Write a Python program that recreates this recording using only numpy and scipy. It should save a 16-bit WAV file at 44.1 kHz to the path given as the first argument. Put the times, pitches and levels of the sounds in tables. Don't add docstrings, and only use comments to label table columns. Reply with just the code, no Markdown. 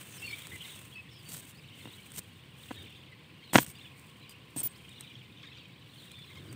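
import sys
import numpy as np
from scipy import signal
from scipy.fft import rfft, irfft
from scipy.io import wavfile
from scipy.ndimage import uniform_filter1d

SR = 44100
rng = np.random.default_rng(int(sys.argv[2]) if len(sys.argv) > 2 else 0)


def transcribe(signal):
    frames = np.atleast_2d(signal).T
    limited = np.clip(frames, -1, 1)
    pcm = np.round(limited * 32767).astype(np.int16)
    wavfile.write(sys.argv[1], SR, pcm)


N = 288855
TIME = np.arange(N) / SR

# [dB per Hz, relative]
FLOCK_SPECTRUM = [(1200, -21.5), (1800, -5.5), (2300, 3), (3000, -1), (3700, 1.5), (4400, -18), (5500, -11),
                  (7000, -41.5)]
# start_s [s], length_s [s], strength_db [dB], peak_pitch_hz [Hz]
EXCITED_BOUTS = [(0.115, 0.47, -51.5, 3017), (0.523, 0.31, -50, 3320), (0.821, 0.68, -61, 2978),
                 (1.547, 0.6, -55, 3050), (2.48, 0.67, -55, 3153), (3.334, 0.28, -59, 3170),
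                 (3.702, 0.25, -54.5, 2840), (4.171, 0.26, -57.5, 2700), (4.721, 0.63, -54.5, 3162),
                 (5.308, 0.4, -53.5, 3405), (5.72, 0.87, -58, 3380)]
# [dB per Hz, relative]
SNAP_SPECTRUM = [(400, -16), (1500, 0.5), (3000, -1), (5000, -6), (7000, -2.5), (8600, 9), (10500, -5),
                 (12500, -6), (15200, -4)]


def from_db(db):
    return 10 ** (np.asarray(db) / 20)


def rms_one(x):
    return x / np.sqrt(np.mean(x ** 2) + 1e-20)


def drift(rate):
    knots = rng.standard_normal(4000)
    return rms_one(np.interp(TIME * rate, np.arange(4000), knots))


def colour(x, spectrum):
    table_hz, table_db = np.transpose(spectrum)
    hz = np.maximum(np.fft.rfftfreq(N, 1 / SR), 1)
    gain = from_db(np.interp(np.log(hz), np.log(table_hz), table_db))
    low_fade = np.minimum(hz / table_hz[0], 1) ** 2
    high_fade = np.minimum(table_hz[-1] / hz, 1) ** 2
    return rms_one(irfft(rfft(x) * gain * low_fade * high_fade, N))


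def add(out, start_s, sound):
    at = max(round(start_s * SR), 0)
    out[at:at + len(sound)] += sound[:max(N - at, 0)]


def swells(rows, rest_db, rise_db_per_s, fall_db_per_s):
    power = from_db(rest_db) ** 2
    for start_s, length_s, level_db in rows:
        before_s = np.maximum(start_s - TIME, 0)
        after_s = np.maximum(TIME - start_s - length_s, 0)
        away_db = rise_db_per_s * before_s + fall_db_per_s * after_s
        power = power + from_db(level_db - away_db) ** 2
    return np.sqrt(power)


def friction(per_s, spread_db):
    uneven_db = spread_db * np.minimum(rng.exponential(1, N), 4)
    sizes = from_db(uneven_db) * rng.standard_normal(N)
    slipping = rng.random(N) < per_s / SR
    return rms_one(sizes * slipping)


def whistle(length_s, start_hz, end_hz, arch_hz, waver, waver_rate, edge, partials_db=(0,)):
    u = np.linspace(0, 1, max(int(length_s * SR), 16))
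    random_rows = rng.standard_normal((2, 200))
    wobble, swell = (np.interp(u * length_s * waver_rate, np.arange(200), row) for row in random_rows)
    glide_hz = start_hz + (end_hz - start_hz) * u
    bow_hz = arch_hz * (1 - (2 * u - 1) ** 2)
    hz = (glide_hz + bow_hz) * (1 + waver * wobble)
    phase = 2 * np.pi * np.cumsum(hz) / SR
    tone = sum(from_db(db) * np.sin(k * phase) for k, db in enumerate(partials_db, 1))
    return np.sqrt(2) * tone * signal.windows.tukey(len(u), edge) * from_db(2 * swell)


def thicket(x, wet_db, t60):
    t = TIME[:SR // 2]
    tail = rng.standard_normal(len(t)) * from_db(-60 * t / t60) * (t > .008)
    tail = tail / np.linalg.norm(tail)
    return x + from_db(wet_db) * signal.fftconvolve(x, tail)[:N]


def open_air(rumble_db=-56.0, field_db=-60.5, drone_hz=1060, drone_width_hz=130):
    # [dB per Hz, relative]
    rumble_spectrum = [(18, -70.5), (30, -44.5), (48, -22.5), (61, -16.5), (78, -4.5), (128, 3), (259, -10),
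                       (321, -13), (417, -29), (491, -14), (600, -33), (780, -46.5), (1320, -120)]
    # [dB per Hz, relative]
    field_spectrum = [(300, 9.5), (480, 3.5), (620, -1.5), (800, -1.5), (1050, 0), (1300, -3.5), (1700, -1),
                      (2300, 1), (3400, -1.5), (4500, -5), (6000, -20.5), (8500, -18), (11000, -24.5),
                      (15500, -18)]
    # start_s [s], length_s [s], level_db [dB]
    drone_rows = [(.45, 0.43, -71), (3.9, 0.86, -71)]
    rumble = colour(rng.standard_normal(N), rumble_spectrum) * from_db(rumble_db)
    murmur = colour(rng.standard_normal(N), field_spectrum) * from_db(field_db)
    edges_hz = [drone_hz - drone_width_hz / 2, drone_hz + drone_width_hz / 2]
    band = signal.butter(2, edges_hz, "band", fs=SR, output="sos")
    drone = rms_one(signal.sosfilt(band, rng.standard_normal(N)))
    return rumble + murmur + drone * swells(drone_rows, rest_db=-75, rise_db_per_s=150, fall_db_per_s=60)


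def chirps(count, common_hz, spread, typical_s, slur, uneven_db, overtone_db):
    out = np.zeros(N)
    moments = rng.integers(0, N, count)
    variations = np.clip(rng.standard_normal((count, 5)), -2, 2)
    for at, (pitch, span, glide, arch, loud) in zip(moments, variations):
        hz = common_hz[at] * np.exp(spread * pitch)
        start_hz, end_hz = hz * np.exp(slur * glide), hz * np.exp(-slur * glide)
        chirp = whistle(typical_s * np.exp(0.36 * span), start_hz, end_hz, 0.0599 * hz * arch,
                        waver=0.027, waver_rate=258, edge=1.0, partials_db=(0, overtone_db))
        voice_db = np.interp(hz, *np.transpose(FLOCK_SPECTRUM))
        add(out, at / SR, chirp * from_db(uneven_db * loud + voice_db))
    out = thicket(out, wet_db=-7.5, t60=.4)
    nearby_power = uniform_filter1d(out ** 2, size=3000)
    return out / np.sqrt(nearby_power + 1e-6)


def flock(lead_db=-3, lead_pitch=1.06, others_db=-5, blend_db=-11):
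    calm_db, calm_hz = -61.5, 2696
    bout_shape = 1.1
    power, common_hz = np.full(N, from_db(calm_db) ** 2), np.full(N, float(calm_hz))
    for start_s, length_s, strength_db, peak_pitch_hz in EXCITED_BOUTS:
        progress = np.clip((TIME - start_s) / length_s, 0, 1)
        excitement = np.abs(np.sin(np.pi * progress)) ** bout_shape
        power = power + (from_db(strength_db) * excitement) ** 2
        common_hz = common_hz + (peak_pitch_hz - calm_hz) * excitement
    lead = chirps(count=1700, common_hz=lead_pitch * common_hz, spread=0.103, typical_s=0.01275,
                  slur=.07, uneven_db=6.5, overtone_db=-25.5)
    others = chirps(count=800, common_hz=common_hz, spread=.3, typical_s=0.029,
                    slur=0.1116, uneven_db=4, overtone_db=-17.5)
    blend = colour(rng.standard_normal(N), FLOCK_SPECTRUM)
    return np.sqrt(power) * (from_db(lead_db) * lead + from_db(others_db) * others + from_db(blend_db) * blend)


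def peeps(count):
    typical_hz, pitch_spread, typical_s, typical_db = 4050, 0.079, 0.0333, -63.5
    arch, slide_spread = 0.078, 0.051
    out = np.zeros(N)
    for start_s, length_s, _, _ in EXCITED_BOUTS:
        moments = rng.random(count)
        variations = np.clip(rng.standard_normal((count, 4)), -2, 2)
        for when, (pitch, span, slide, loud) in zip(moments, variations):
            hz = typical_hz * np.exp(pitch_spread * pitch)
            end_hz = hz * (1 + slide_spread * slide)
            peep = whistle(typical_s * np.exp(0.21 * span), hz, end_hz, arch * hz,
                           waver=0.012, waver_rate=610, edge=0.49)
            add(out, start_s + when * length_s, from_db(typical_db + 2 * loud) * peep)
    return out


def near_birds(note_partials_db=(0, -28), squawk_partials_db=(-9, -2, -4, -13, -18, -22)):
    # start_s [s], length_s [s], start_hz [Hz], end_hz [Hz], level_db [dB],
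    # rasp [pitch waver as a share of pitch]
    note_rows = [(0.088, .14, 7000, 4700, -60.5, .067), (0.219, 0.047, 2620, 2760, -42, 0.0092),
                 (0.231, .1, 4420, 4270, -51.5, 0.011), (0.274, 0.014, 2450, 2280, -41.5, .015),
                 (0.301, 0.016, 2350, 2240, -44, 0.013), (0.325, 0.022, 2260, 2280, -38, .01),
                 (.333, 0.028, 3140, 3600, -52, .022), (0.507, .068, 2030, 1970, -48.5, 0.043),
                 (0.6, .04, 3090, 2910, -46.5, .06), (0.92, 0.03, 3200, 3340, -55, .015),
                 (0.947, .068, 2580, 2547, -47.5, 0.017), (1.098, 0.13, 5370, 4800, -63.5, .047),
                 (1.247, 0.084, 4500, 4530, -59.5, .006), (2.756, 0.084, 3740, 3550, -53, 0.0056),
                 (3.12, .018, 2100, 1960, -53, 0.034), (3.816, 0.067, 3600, 3300, -57, .008),
                 (4.743, .028, 3400, 5640, -61.5, .02), (5.97, 0.057, 4430, 3630, -60.5, 0.028),
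                 (6.118, 0.15, 3570, 3360, -56, 0.024)]
    # start_s [s], length_s [s], start_hz [Hz], end_hz [Hz],
    # arch_hz [Hz, bend in the middle], strength_db [dB]
    squawk_rows = [(5.424, 0.039, 1750, 1730, -680, -54), (5.563, 0.035, 1590, 1040, 7, -60),
                   (6.299, 0.042, 1350, 1060, -150, -58), (6.349, 0.047, 1425, 1133, -200, -54.5)]
    note_arch = 0.0164
    out = peeps(count=2)
    for start_s, length_s, start_hz, end_hz, level_db, rasp in note_rows:
        note = whistle(length_s, start_hz, end_hz, note_arch * start_hz,
                       waver=rasp, waver_rate=600, edge=.45, partials_db=note_partials_db)
        add(out, start_s, from_db(level_db) * note)
    for start_s, length_s, start_hz, end_hz, arch_hz, strength_db in squawk_rows:
        call = whistle(length_s, start_hz, end_hz, arch_hz,
                       waver=.025, waver_rate=400, edge=.5, partials_db=squawk_partials_db)
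        add(out, start_s, from_db(strength_db) * call)
    return thicket(out, wet_db=-17.5, t60=0.23)


def brushing(flutter_db=2.5):
    # [dB per Hz, relative]
    leaf_spectrum = [(300, -2.5), (1000, -4.5), (3000, 3.5), (5000, -10), (7400, -3.5), (8500, 3.5),
                     (9600, -4), (11500, -8), (13500, -7), (15200, 0)]
    # start_s [s], length_s [s], level_db [dB]
    sweep_rows = [(0, 0.54, -52), (0.667, 0.041, -51), (1.25, 0.16, -57.5), (1.798, 0.34, -59),
                  (2.63, 0.061, -58), (3.548, 0.21, -62.5), (3.982, 0.083, -64.5), (4.536, .5, -65.5),
                  (5.959, 0.083, -61.5), (6.28, 0.42, -65.5)]
    hiss = colour(friction(per_s=30000, spread_db=3.5), leaf_spectrum) * from_db(flutter_db * drift(130))
    crackle = colour(friction(per_s=500, spread_db=2.5), SNAP_SPECTRUM) * from_db(-12)
    return (hiss + crackle) * swells(sweep_rows, rest_db=-73, rise_db_per_s=130, fall_db_per_s=51)


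def handling():
    # [dB per Hz, relative]
    hand_spectrum = [(45, -18), (90, 15.5), (200, 1), (330, 5.5), (480, -2.5), (900, -20), (1500, -9)]
    # start_s [s], length_s [s], level_db [dB at the peak of the swell]
    shift_rows = [(0.16, .22, -53.5), (0.434, 0.19, -52.5), (1.76, 0.21, -55.5), (2.656, 0.31, -54),
                  (4.55, 0.17, -55), (6.222, 0.55, -50)]
    envelope = np.zeros(N)
    for start_s, length_s, level_db in shift_rows:
        add(envelope, start_s, from_db(level_db) * np.hanning(max(int(length_s * SR), 8)))
    return envelope * colour(rng.standard_normal(N), hand_spectrum)


def ticks(t60=.017, level_db=-5):
    # [dB, before the common level]
    tick_rows = [(.47, -33), (1.345, -32), (2.119, -39), (3.629, -28.5), (3.664, -33.5), (3.995, -41.5),
                 (4.2942, -39), (4.8925, -45), (5.0086, -31.5), (6.1171, -42), (6.5274, -36.5)]
    envelope = np.zeros(N)
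    for start_s, strength_db in tick_rows:
        add(envelope, start_s, from_db(strength_db + level_db - 60 * TIME[:2000] / t60))
    return envelope * colour(rng.standard_normal(N), SNAP_SPECTRUM)


def scuffs(fade_db=-7, catch_db=3.0, release_s=0.0042):
    # [dB per Hz, relative]
    scuff_spectrum = [(150, 13), (500, -7.5), (1500, -8.5), (3000, -3), (5000, -7), (7000, -2.5), (8600, 5),
                      (10500, -6.5), (12200, -5), (14000, 1.5), (15200, -3.5)]
    # start_s [s], length_s [s], level_db [dB at the first bite]
    scuff_rows = [(1.287, .12, -46.5), (1.468, .05, -53.5), (2.138, 0.025, -51), (2.16, 0.031, -46),
                  (2.18, 0.013, -41), (3.53, 0.084, -34.5), (3.603, 0.046, -46), (3.669, 0.048, -50),
                  (4.294, .035, -58.5), (4.562, 0.057, -42), (4.632, 0.047, -44)]
    pressure = np.zeros(N)
    for start_s, length_s, level_db in scuff_rows:
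        u = np.linspace(0, 1, max(int(length_s * SR), 2))
        add(pressure, start_s, from_db(level_db + fade_db * u ** 4))
    r = np.exp(-1 / (release_s * SR))
    smoothed = signal.lfilter([1 - r], [1, -r], pressure + 1e-12)
    pressure = np.maximum(pressure, smoothed)
    catching = from_db(catch_db * drift(470))
    return pressure * catching * colour(friction(per_s=24000, spread_db=2.5), scuff_spectrum)


def squeaks():
    # start_s [s], length_s [s], pitch_hz [Hz], level_db [dB]
    squeak_rows = [(3.6, 0.039, 14600, -41), (3.705, 0.022, 8540, -56), (4.57, 0.044, 8460, -36),
                   (4.59, .017, 10000, -44), (4.629, 0.05, 14825, -33), (4.627, 0.048, 11360, -51),
                   (4.655, .015, 10110, -40), (4.692, .033, 8474, -60)]
    out = np.zeros(N)
    for start_s, length_s, pitch_hz, level_db in squeak_rows:
        squeak = whistle(length_s, pitch_hz, pitch_hz, 0, waver=.002, waver_rate=400, edge=.25)
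        add(out, start_s, from_db(level_db) * squeak)
    return out


def knocks(contact_db=-2.0, grit_db=-17, grit_t60=0.039, top_hz=7800):
    # [Hz, higher is sharper]
    knock_rows = [(1.856, -28, 700), (1.874, -33, 900), (2.709, -23, 900), (2.713, -22, 1090),
                  (3.534, -18, 1970), (3.5457, -18.5, 4000), (3.5518, -5.5, 902), (3.5557, -7.5, 2870),
                  (3.5571, 4, 1580), (3.56, -15, 3000), (3.5818, -15, 6200), (3.5859, -8, 2680),
                  (4.563, -19.5, 347), (4.567, -23.5, 297), (4.57, -21, 300), (4.616, -30, 600),
                  (4.659, -28, 450)]
    # pitch_hz [Hz], level_db [dB, relative], t60_s [s to fall by 60 dB]
    casing_modes = [(135, -28, 0.074), (228, -22, 0.033), (296.3, -16.5, 0.03), (504, -24, 0.025),
                    (700, -13.5, 0.0083), (953, -14, 0.012), (1490, -8.5, 0.0036), (1754, -9, 0.0041),
                    (2830, -5.5, 0.0019), (5980, -7.5, 0.002)]
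    force, t = np.zeros(N), TIME[:800]
    for start_s, strength_db, hardness_hz in knock_rows:
        push = t * np.exp(-2 * np.pi * hardness_hz * t)
        push = push / push.sum()
        slips = np.diff(rng.standard_normal(len(t) + 1)) * from_db(grit_db - 60 * t / grit_t60)
        grinding = np.convolve(slips, push)[:len(t)]
        add(force, start_s, from_db(strength_db) * (push + grinding))
    out = from_db(contact_db) * force
    for pitch_hz, level_db, t60_s in casing_modes:
        r, w = from_db(-60 / (t60_s * SR)), 2 * np.pi * pitch_hz / SR
        ringing = signal.lfilter([.5, 0, -.5], [1, -2 * r * np.cos(w), r * r], force + 1e-18)
        out = out + from_db(level_db) * ringing
    band = signal.butter(4, [95, top_hz], "band", fs=SR, output="sos")
    return 2 * signal.sosfilt(band, out)


def scene():
    far = open_air() + flock() + near_birds()
    close = brushing() + handling() + ticks() + scuffs() + squeaks() + knocks()
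    return (far + close)[None]


def record(dry):
    limited = np.clip(dry, -.97, .97)
    top_cut = signal.ellip(10, .1, 80, 15500, fs=SR, output="sos")
    return signal.sosfilt(top_cut, limited)


dry = scene()
out = record(dry)
transcribe(out)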